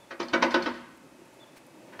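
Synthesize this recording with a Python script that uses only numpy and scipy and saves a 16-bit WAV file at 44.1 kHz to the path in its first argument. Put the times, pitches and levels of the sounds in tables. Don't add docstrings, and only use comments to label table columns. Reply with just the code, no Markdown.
import sys
import numpy as np
from scipy import signal
from scipy.fft import rfft, irfft
from scipy.io import wavfile

SR = 44100
rng = np.random.default_rng(int(sys.argv[2]) if len(sys.argv) > 2 else 0)


def file_out(sig):
    cols = np.atleast_2d(sig).T
    lim = np.clip(cols, -1, 1)
    pcm = np.round(lim * 32767).astype(np.int16)
    wavfile.write(sys.argv[1], SR, pcm)


N = 88200


def undb(db):
    return 10 ** (np.asarray(db) / 20)


def by_hz(hz, points):
    freqs, values = np.array(points, float).T
    return np.interp(np.log(np.maximum(hz, 1)), np.log(freqs), values)


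def colour(x, points):
    size = 2 * N
    gain = undb(by_hz(np.fft.rfftfreq(size, 1 / SR), points))
    cepstrum = irfft(np.log(gain))
    cepstrum[1:N] *= 2
    cepstrum[N + 1:] = 0
    return irfft(rfft(x, size) * np.exp(rfft(cepstrum)))[:N]


def noise(points):
    gain = undb(by_hz(np.fft.rfftfreq(N, 1 / SR), points))
    x = irfft(rfft(rng.standard_normal(N)) * gain, N)
    return x / x.std()


def wander(rate):
    return np.interp(np.arange(N) / SR * rate, np.arange(N), rng.standard_normal(N))


def fall(t, t60):
    return np.exp(-np.log(1000) * np.maximum(t, 0) / t60)


def fade(x, t60s):
    t, spectrum = np.arange(N) / SR, rfft(x)
    octave = np.log2(np.clip(np.fft.rfftfreq(N, 1 / SR), 64, 8192))
    return sum(irfft(spectrum * np.maximum(1 - abs(octave - k), 0), N) * fall(t, by_hz(2. ** k, t60s))
               for k in range(6, 14))


def later(x, seconds):
    return np.concatenate([np.zeros(max(int(seconds * SR), 0)), x])[:N]


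# frequency in Hz, relative level in dB.
AIR_COLOUR = [(20, -48), (40, -28), (58, -1.5), (80, -21), (120, -0.5), (300, 0.5), (450, -12.5), (900, -5),
              (1800, -10.5), (3500, -18), (7500, -20), (11000, -23.5), (15500, -34.5)]
def air():
    return undb(-57.5) * noise(AIR_COLOUR)


# start in seconds, level in dB.
TICK_TIMES = [(.967, -60), (.974, -59), (1.254, -59), (1.341, -58), (1.667, -52)]
# frequency in Hz, relative level in dB.
TICK_COLOUR = [(500, -22), (4000, -14), (7000, -7), (9500, 2), (12000, -7), (15000, -7)]
def ticks():
    click = fall(np.arange(N) / SR, t60=0.017)
    return sum(undb(db) * later(noise(TICK_COLOUR) * click, start) for start, db in TICK_TIMES)


# frequency in Hz, relative level in dB.
RUSTLE_COLOUR = [(300, -4), (2000, 0), (5000, -6), (14000, -14)]
def rustle(peak_s=1.575, width_s=.013):
    t = np.arange(N) / SR
    return undb(-53.5) * noise(RUSTLE_COLOUR) * np.exp(-((t - peak_s) / width_s) ** 2)


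# seconds since it began, pitch in Hz, relative level in dB.
CHIRP_SHAPE = [(0, 3400, -24), (.010, 3500, -3), (.025, 3560, -5), (.037, 3440, 0), (.052, 3260, -22)]
# start in seconds, level in dB.
CHIRP_TIMES = [(.002, -62), (1.398, -54.5)]
def bird(echo_s=.054, echo_db=-12):
    t = np.arange(N) / SR
    times, hz, db = np.array(CHIRP_SHAPE).T
    phase = 2 * np.pi * np.cumsum(np.interp(t, times, hz)) / SR
    chirp = np.sqrt(2) * np.sin(phase) * np.interp(t, times, undb(db), left=0, right=0)
    calls = sum(undb(level_db) * later(chirp, start) for start, level_db in CHIRP_TIMES)
    return calls + undb(echo_db) * later(calls, echo_s)


# frequency in Hz, relative level in dB.
MURMUR_COLOUR = [(25, -56), (42, -35), (58, -17), (80, -16), (110, -9), (150, -11), (230, 0), (330, 7),
                 (430, -9.5), (540, -4.5), (700, -18), (1500, -42), (4000, -63)]
GROWL_COLOUR = [(100, -29), (380, 9), (440, 0), (550, 8.5), (660, 4), (750, -6), (920, 4), (1100, -31),
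                (2000, -9), (2900, -12), (3500, -18), (12000, -30)]
# time in seconds, level in dB.
MURMUR_LOUDNESS = [(0, -79), (.6, -52), (1.02, -58), (1.052, -49.5), (1.085, -58), (1.19, -53.5),
                   (1.3, -63), (1.62, -61), (1.8, -54.5), (2.0, -54)]
GROWL_LOUDNESS = [(0, -59), (1.0, -65.5), (1.4, -55.5), (1.65, -60.5), (1.9, -54), (2.0, -52.5)]
def engine(firing_hz=28.7, whine_hz=2574):
    t = np.arange(N) / SR
    firing_phase = 2 * np.pi * np.cumsum(firing_hz * (1 + 0.018 * wander(8.9))) / SR
    throb = 1 + 0.14 * np.sin(firing_phase)
    murmur = noise(MURMUR_COLOUR) * undb(np.interp(t, *np.array(MURMUR_LOUDNESS).T))
    growl = noise(GROWL_COLOUR) * undb(np.interp(t, *np.array(GROWL_LOUDNESS).T))
    whine_phase = 2 * np.pi * np.cumsum(whine_hz * (1 + 0.0106 * wander(150))) / SR
    return (murmur + growl) * throb + undb(-71) * np.sin(whine_phase)


# frequency in Hz, fade time in seconds.
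ECHO_FADE = [(150, 0.6), (400, 0.43), (1500, 0.82), (5000, 0.58)]
# frequency in Hz, boost or cut in dB.
ECHO_COLOUR = [(100, 5), (300, -8.5), (700, -5.5), (1600, -4.5), (3000, -2.5), (6000, -8), (12000, -13)]
def street_echo(x, delay_s=.02, rise_s=0.081):
    t = np.arange(N) / SR
    tail = later(fade(rng.standard_normal(N), ECHO_FADE) * np.minimum(t / rise_s, 1), delay_s)
    echoes = signal.fftconvolve(x, tail / np.linalg.norm(tail))[:N]
    return undb(-10) * colour(echoes, ECHO_COLOUR)


def ring(tones, scatter_db=2, detune=0.0018, shivers_per_s=74.8):
    t, out = np.arange(SR) / SR, np.zeros(N)
    for hz, db, t60 in tones:
        strength, tuning, phase = rng.standard_normal(3)
        jitter = rng.standard_normal(256) + 1j * rng.standard_normal(256)
        shiver = np.interp(t * shivers_per_s, np.arange(256), jitter)
        tone = np.exp(2j * np.pi * (hz * (1 + detune * tuning) * t + phase)) * (1 + 0.43 * shiver)
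        out[:SR] += undb(db + scatter_db * strength) * fall(t, t60) * tone.imag
    return out


# start in seconds, level in dB.
CHINK_TIMES = [(0.229, -41.5), (0.283, -42), (.507, -34.5), (0.623, -35), (.687, -46), (0.739, -48.5),
               (.773, -54)]
# frequency in Hz, relative level in dB.
CHINK_COLOUR = [(60, -40), (400, 2), (1500, 1.5), (3400, -8.5), (4500, -3), (6000, -15), (7000, -18),
                (15000, -40)]
# pitch in Hz, relative level in dB, fade time in seconds.
FITTING_TONES = [(3090, -8.5, 0.045), (3580, -14, 0.045), (4360, -1, 0.065), (4760, -13, 0.036),
                 (5020, -1.5, 0.05), (6030, -7.5, 0.03)]
def fittings(rise_s=0.0016, hold_s=0.014):
    t = np.arange(N) / SR
    attack = np.minimum(t / rise_s, 1)
    contact = undb(-5.5) * fall(t - hold_s, t60=0.16)
    return sum(undb(db) * later((ring(FITTING_TONES) + noise(CHINK_COLOUR) * contact) * attack, start)
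               for start, db in CHINK_TIMES)


# pitch in Hz, relative level in dB, rise time in seconds, fade time in seconds.
SHELL_TONES = [(241.9, -27.5, .08, 0.49), (344.6, -31.5, 0.031, .4)]
def shell_hum(limit_db=-25, waver_db=1.9):
    t, out = np.arange(N) / SR, 0
    for hz, db, rise, t60 in SHELL_TONES:
        swell = (1 - np.exp(-t / rise)) * fall(t, t60)
        energy = sum(later(np.tanh(undb(blow_db - limit_db) ** 2) * swell, start) ** 2
                     for start, blow_db, *_ in BLOWS)
        loudness = undb(db + waver_db * wander(20)) * np.sqrt(2 * energy)
        out += loudness * np.sin(2 * np.pi * (hz * t + rng.random()))
    return out


# start in seconds, level in dB.
SNAP_TIMES = [(.425, -22), (.542, -21)]
# frequency in Hz, relative level in dB.
SNAP_COLOUR = [(100, -45), (450, -21), (950, -1), (2500, -4), (4300, 2.5), (5800, 1), (7000, -23.5),
               (10000, -28), (15000, -53)]
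def snaps(rise_s=0.0014):
    t = np.arange(N) / SR
    crack = fall(t, t60=0.025) * np.minimum(t / rise_s, 1)
    return sum(undb(db) * later(noise(SNAP_COLOUR) * crack, start) for start, db in SNAP_TIMES)


# frequency in Hz, relative level in dB.
PLATE_COLOUR = [(30, -50), (145, -31), (190, -28), (245, 2.5), (310, 0), (445, -16.5), (580, -1.5),
                (735, -10.5), (900, -0.5), (1400, -7), (2200, -5.5), (3400, -12), (4000, -10), (5400, -15),
                (6200, -20), (7000, -33), (15000, -62)]
def plate_noise(ripple_db=5.5, peak_width_hz=55, full_ripple_hz=1550):
    hz = np.fft.rfftfreq(N, 1 / SR)
    spectrum = rfft(noise(PLATE_COLOUR))
    peaks = np.interp(hz / peak_width_hz, np.arange(N), rng.standard_normal(N))
    x = irfft(spectrum * undb(ripple_db * peaks * np.minimum(hz / full_ripple_hz, 1)), N)
    return x / x.std()


# start in seconds, level in dB, then boost or cut in dB
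# for bass, body, middle and treble, and last the rise time in seconds.
BLOWS = [(.106, -35.5, -0.5, -0.5, 1, -2.5, 0.0069), (.198, -27.5, 2, 0.5, -3, 0.5, 0.006),
         (.333, -19.5, 1.5, 1, 1, -4.5, .004), (.423, -17.5, -1, 1.5, -1.5, -1.5, 0.0028),
         (.540, -21, 4.5, 2, 1, -2, 0.0057), (.659, -27.5, 3.5, 2.5, 1.5, -3, 0.003),
         (1.922, -46.5, 1.5, 2, 7, -3, 0.015), (1.990, -39, -1, 0, 4.5, -5, 0.0052)]
# pitch in Hz, relative level in dB, fade time in seconds.
BUCKET_TONES = [(289.4, -11, 0.17), (335, -7, 0.32), (352.4, -5.5, .28), (393.6, -14.5, 0.3),
                (493, -12, .3), (546.8, -7.5, 0.33), (669, -14.5, 0.43), (922, -8.5, .17), (989, -5, 0.071),
                (1078, -9, 0.092), (1257, -3.5, .12), (1314, -6.5, .12), (1497.4, -1, .14),
                (1549, -9, 0.14), (1616, -15.5, 0.35), (1638, -17, 0.22), (1792, -11, 0.15),
                (1860, -9.5, 0.088), (2040, -13.5, 0.16), (2510, -9.5, 0.099), (3017, -9.5, 0.12),
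                (3167, -13, 0.11), (3860, -11.5, 0.073), (5590, -10, 0.022), (6000, -30, 0.044)]
# frequency in Hz, fade time in seconds.
CRASH_FADE = [(100, 0.22), (400, 0.24), (1500, 0.3), (3000, 0.11), (6000, 0.15)]
# frequency in Hz, relative level in dB.
BOOM_COLOUR = [(20, -32), (45, -31), (62, 3), (110, -4), (145, -21), (185, 16.5), (215, 11.5), (400, -29)]
def bucket(touch_lead_s=0.0045, boom_rise_s=0.018):
    t, out = np.arange(N) / SR, 0
    for start, db, bass_db, body_db, mid_db, treble_db, rise in BLOWS:
        attack = np.minimum(t / rise, 1)
        crash = fade(plate_noise(), CRASH_FADE)
        chatter = undb(0.5 * wander(710))
        blow = (undb(-2.5) * ring(BUCKET_TONES) + undb(-1) * crash * chatter) * attack
        touch = undb(-5.5) * plate_noise() * fall(t, t60=0.018) * attack
        boom = undb(-26) * noise(BOOM_COLOUR) * fall(t, t60=0.66) * np.minimum(t / boom_rise_s, 1)
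        clank = later(blow + boom, start) + later(touch, start - touch_lead_s)
        out += undb(db) * colour(clank, [(420, bass_db), (1030, body_db), (1550, mid_db), (5030, treble_db)])
    return out


def scene():
    far = bucket() + snaps() + fittings() + bird()
    return (far + street_echo(far) + shell_hum() + engine() + rustle() + ticks() + air())[None]


def record(dry):
    return signal.sosfilt(signal.ellip(10, .2, 80, 15600, fs=SR, output="sos"), dry)


dry = scene()
out = record(dry)
file_out(out)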